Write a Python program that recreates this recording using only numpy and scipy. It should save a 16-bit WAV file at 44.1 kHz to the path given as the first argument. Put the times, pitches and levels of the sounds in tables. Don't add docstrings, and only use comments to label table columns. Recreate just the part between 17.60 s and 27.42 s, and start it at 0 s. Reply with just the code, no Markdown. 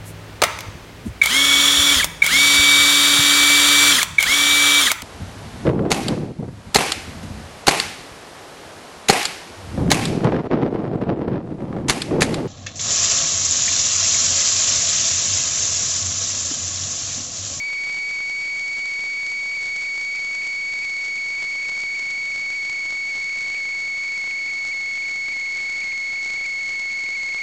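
import sys
import numpy as np
from scipy import signal
from scipy.fft import rfft, irfft, next_fast_len
from scipy.io import wavfile

SR = 44100
rng = np.random.default_rng(int(sys.argv[2]) if len(sys.argv) > 2 else 0)


def master_out(mix):
    frames = np.transpose(np.atleast_2d(mix))
    ceiling = np.clip(frames, -1, 1)
    pcm = np.round(ceiling * 32767).astype(np.int16)
    wavfile.write(sys.argv[1], SR, pcm)


def gain_from_decibels(decibels):
    exponent = np.asarray(decibels, float) / 20
    return 10 ** exponent


N = 433062
FRAME_HZ = 29.977

# (multiple of the whine [1], level [dB rms], lead [cycles])
OVERTONES = [
    (1, -25.7, 0),
    (2, -40.1, .16),
    (3, -49.3, .38),
]


def converter_whine():
    turns = np.cumsum(resting_pitch() + load_pull()) / SR
    wave = np.zeros(N)
    for multiple, level_db, lead in OVERTONES:
        wave += np.sqrt(2) * gain_from_decibels(level_db) * np.cos(2 * np.pi * (multiple * turns + lead))
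    frame_swell_db = .085 * cycle(FRAME_HZ, .0188)
    return wave * gain_from_decibels(frame_swell_db)


# (time [s], pitch [Hz])
WARM_UP = [(0.0, 2254.4), (0.89, 2243.1), (1.79, 2241.5), (2.68, 2237.9), (3.57, 2229.0), (4.46, 2227.7),
           (5.36, 2221.5), (6.25, 2216.4), (7.14, 2210.3), (8.03, 2202.0), (8.93, 2202.8), (9.82, 2188.5)]
# (time [s], rise [Hz], width [ms], sag afterwards [Hz])
BURSTS = [(0.065, 30, 22, 17), (0.527, 22, 18, 12), (1.265, 17, 22, 16), (1.961, 53, 16, 16),
          (2.558, 13, 18, 5), (3.228, 14, 18, 12), (3.803, 41, 14, 14), (4.358, 28, 16, 12),
          (4.968, 42, 12, 8), (5.095, 36, 12, 0), (5.495, 20, 22, 11), (5.965, 19, 18, 13),
          (6.565, 40, 12, 17), (7.118, 56, 12, 17), (7.718, 39, 15, 21), (8.234, 3, 12, 33),
          (8.765, 19, 12, 0), (8.854, 15, 12, 10), (9.551, 24, 20, 10), (9.786, 12, 12, 0)]


def resting_pitch():
    recover_s = .15
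    t = np.arange(N) / SR
    pitch = np.interp(t, *np.transpose(WARM_UP))
    for s, _, width_ms, sag_hz in BURSTS:
        late = t - s - width_ms / 1000
        pitch -= sag_hz * (late > 0) * np.exp(-np.abs(late) / recover_s)
    return pitch


# (rate [Hz], pitch swing [Hz])
CHORES = [(70, 1.8), (109.9, 2), (179.8, 2.8), (599.3, 1.5)]


def load_pull():
    t = np.arange(N) / SR
    frames = 14 * cycle(FRAME_HZ, .0169)
    frames += 2.6 * cycle(FRAME_HZ, .0128, 2) + 2.4 * cycle(FRAME_HZ, .0086, 3)
    timer = 8.8 * cycle(199.758, .00265) * (1 + .68 * cycle(FRAME_HZ, .0269))
    chores = sum(swing_hz * cycle(hz, rng.random() / hz) for hz, swing_hz in CHORES)
    bursts = sum(rise_hz * 2 ** (-(2000 * (t - s) / width_ms) ** 2) for s, rise_hz, width_ms, _ in BURSTS)
    s, size, _ = scattered(count=4300, frame_share=.45, lag=0)
    jobs = impulses(s, -.0315 * np.log(1 - .94 * size))
    jumps_hz = eased(jobs - jobs.mean(), .001) + eased(surges(), .0022)
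    return frames + timer + chores + bursts + jumps_hz


# (time [s], jump ahead [cycles])
SURGES = [(0.8991, 0.148), (2.2512, 0.157), (2.5663, 0.193), (2.5725, 0.228), (2.8206, 0.139),
          (3.2312, 0.165), (3.2385, 0.173), (3.5795, 0.175), (4.0478, 0.152), (4.0527, 0.167),
          (4.3544, 0.16), (4.9554, 0.176), (5.9561, 0.165), (5.9643, 0.203), (5.9751, 0.163),
          (6.7106, 0.281), (6.8958, 0.156), (7.1308, 0.173), (7.7328, 0.167), (8.1379, 0.153),
          (8.2165, 0.187), (8.2187, 0.209), (8.3181, 0.168), (8.3227, 0.211), (8.8531, 0.168),
          (9.0088, 0.155), (9.4639, 0.226), (9.5568, 0.17), (9.6892, 0.179), (9.7243, 0.219)]


def surges():
    pair_gap_s, pair_jump = .004, .105
    least_jump, most_jump = .07, .145
    s, size, _ = scattered(count=85, frame_share=0, lag=0)
    lesser = impulses(s, least_jump + (most_jump - least_jump) * size)
    centres = np.array([burst[0] for burst in BURSTS])
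    pair_s = np.r_[centres - pair_gap_s / 2, centres + pair_gap_s / 2]
    pairs = impulses(pair_s, np.full(len(pair_s), pair_jump))
    return impulses(*np.transpose(SURGES)) + pairs + lesser


def eased(jumps, seconds):
    spread = np.hanning(round(seconds * SR))
    return SR * np.convolve(jumps, spread / spread.sum(), "same")


def glitches():
    s, peak_db, spill = downward_ticks()
    down = gain_from_decibels(peak_db) / (1 + .1 * spill)
    drops = impulses(s, down) + impulses(s + 7e-5, spill * down)
    up_s = rng.random(265) * N / SR
    spikes = impulses(up_s, gain_from_decibels(-25.2 + 1.2 * rng.standard_normal(len(up_s))))
    s, size, side = scattered(count=1700, frame_share=.4, lag=.01)
    small = impulses(s, gain_from_decibels(-24.5 - 15 * size ** .5) * np.sign(side - .5))
    return (spikes - drops + small) * SR / (2 * 7600)


# (time [s], peak level [dB])
SHARP_TICKS = [(0.2375, -19.7), (0.3445, -19.8), (0.3875, -19.9), (0.5113, -18.7), (0.6983, -18.4),
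               (1.1933, -18.9), (1.7188, -19.3), (2.3793, -18.5), (2.4153, -19.6), (2.6478, -19.2),
               (2.8338, -19.0), (2.8684, -18.9), (3.1384, -19.0), (3.8298, -18.9), (3.8478, -19.8),
               (4.0964, -18.7), (4.1778, -19.1), (4.7609, -17.4), (4.9039, -17.4), (5.0969, -19.2),
               (5.0979, -19.2), (5.3059, -19.0), (6.5775, -19.3), (7.0509, -19.1), (7.5128, -18.1),
               (8.2432, -19.4), (8.7002, -19.7), (8.7048, -18.3), (9.0928, -18.6), (9.6334, -17.7)]
# (time [s], peak level [dB])
THUDS = [(0.2634, -23), (0.271, -23), (0.2975, -19.5), (0.6053, -20), (1.3933, -20.5), (1.6322, -21.5),
         (1.8582, -23), (2.5934, -21.5), (3.8238, -20.2), (4.0914, -20), (4.2368, -20), (5.3253, -20),
         (6.0554, -22.5), (6.6415, -20), (6.6755, -19.8), (7.3755, -21), (7.6849, -19.5), (8.5312, -21),
         (8.8118, -20.5), (9.7464, -17.8)]
# (first time [s], last time [s], how many [count])
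FLURRIES = [(.29, .365, 5), (2.017, 2.093, 7), (2.159, 2.17, 3), (3.665, 3.705, 3), (4.118, 4.12, 2),
            (4.392, 4.396, 3), (5.254, 5.262, 3), (5.557, 5.6, 5), (5.77, 5.94, 10), (7.075, 7.085, 2),
            (7.95, 7.986, 4), (8.632, 8.692, 5), (9.034, 9.132, 5)]


def downward_ticks():
    sharp_spill, thud_spill = .1, .8
    flurry_db, lone_db, spread_db = -22, -22.5, 3
    named = np.array([(*row, sharp_spill) for row in SHARP_TICKS] + [(*row, thud_spill) for row in THUDS])
    runs = np.concatenate([np.linspace(first, last, many) for first, last, many in FLURRIES])
    lone_s, size, spare = scattered(count=125, frame_share=0, lag=0)
    draw = rng.random((len(runs), 3))
    run_s = runs + .003 * (draw[:, 0] - .5)
    run_peak_db = flurry_db + spread_db * (2 * draw[:, 1] - 1)
    lone_peak_db = lone_db + spread_db * (2 * size - 1)
    spill = 1.1 * np.r_[draw[:, 2], spare] - .6
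    return (np.r_[named[:, 0], run_s, lone_s], np.r_[named[:, 1], run_peak_db, lone_peak_db],
            np.r_[named[:, 2], spill])


# (frequency [Hz], level [dB per Hz])
HISS = [(20, 1), (1500, 2), (3500, 1.5), (6000, 1), (9000, 0)]


def amplifier_hiss():
    return gain_from_decibels(-41.0) * unit(coloured(rng.standard_normal(N), HISS))


# (frequency [Hz], level [dB rms])
CLOCKS = [(2933.9, -73), (3454.5, -69), (3720.2, -73), (5103.6, -71), (7174.6, -76)]


def clock_tones():
    return sum(np.sqrt(2) * gain_from_decibels(level_db) * cycle(hz, rng.random()) for hz, level_db in CLOCKS)


def unit(x):
    return (x - x.mean()) / x.std()


def coloured(x, points):
    m = next_fast_len(N + 8192)
    hz, db = np.transpose(points)
    gain = gain_from_decibels(np.interp(np.log(np.fft.rfftfreq(m, 1 / SR) + 1), np.log(hz + 1), db))
    return irfft(rfft(x, m) * gain, m)[..., :N]


def impulses(s, size):
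    return np.bincount(np.clip(np.round(s * SR).astype(int), 0, N - 1), size, N)


def cycle(hz, start=0, multiple=1):
    return np.cos(2 * np.pi * multiple * hz * (np.arange(N) / SR - start))


def scattered(count, frame_share, lag):
    draw = rng.random((count, 4))
    s = draw[:, 0] * N / SR
    thinning = frame_share * (1 + np.cos(2 * np.pi * FRAME_HZ * (s - lag))) / 2
    keep = draw[:, 1] < 1 - thinning
    return s[keep], draw[keep, 2], draw[keep, 3]


def scene():
    return (converter_whine() + glitches() + amplifier_hiss() + clock_tones())[None]


# (frequency [Hz], gain [dB])
BAND = [(6500, 0), (7300, -0.5), (7800, -3.5), (8200, -9), (8600, -19.5), (8900, -32.5), (9150, -40),
        (9400, -63.5), (9800, -120)]


def audio_input(x):
    return coloured(x, BAND) - .0024


def roll_off(x):
    return signal.sosfilt(signal.butter(12, 9250, fs=SR, output="sos"), x)


def record(dry):
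    mix = audio_input(dry)
    return roll_off(mix)


dry = scene()
out = record(dry)
master_out(out)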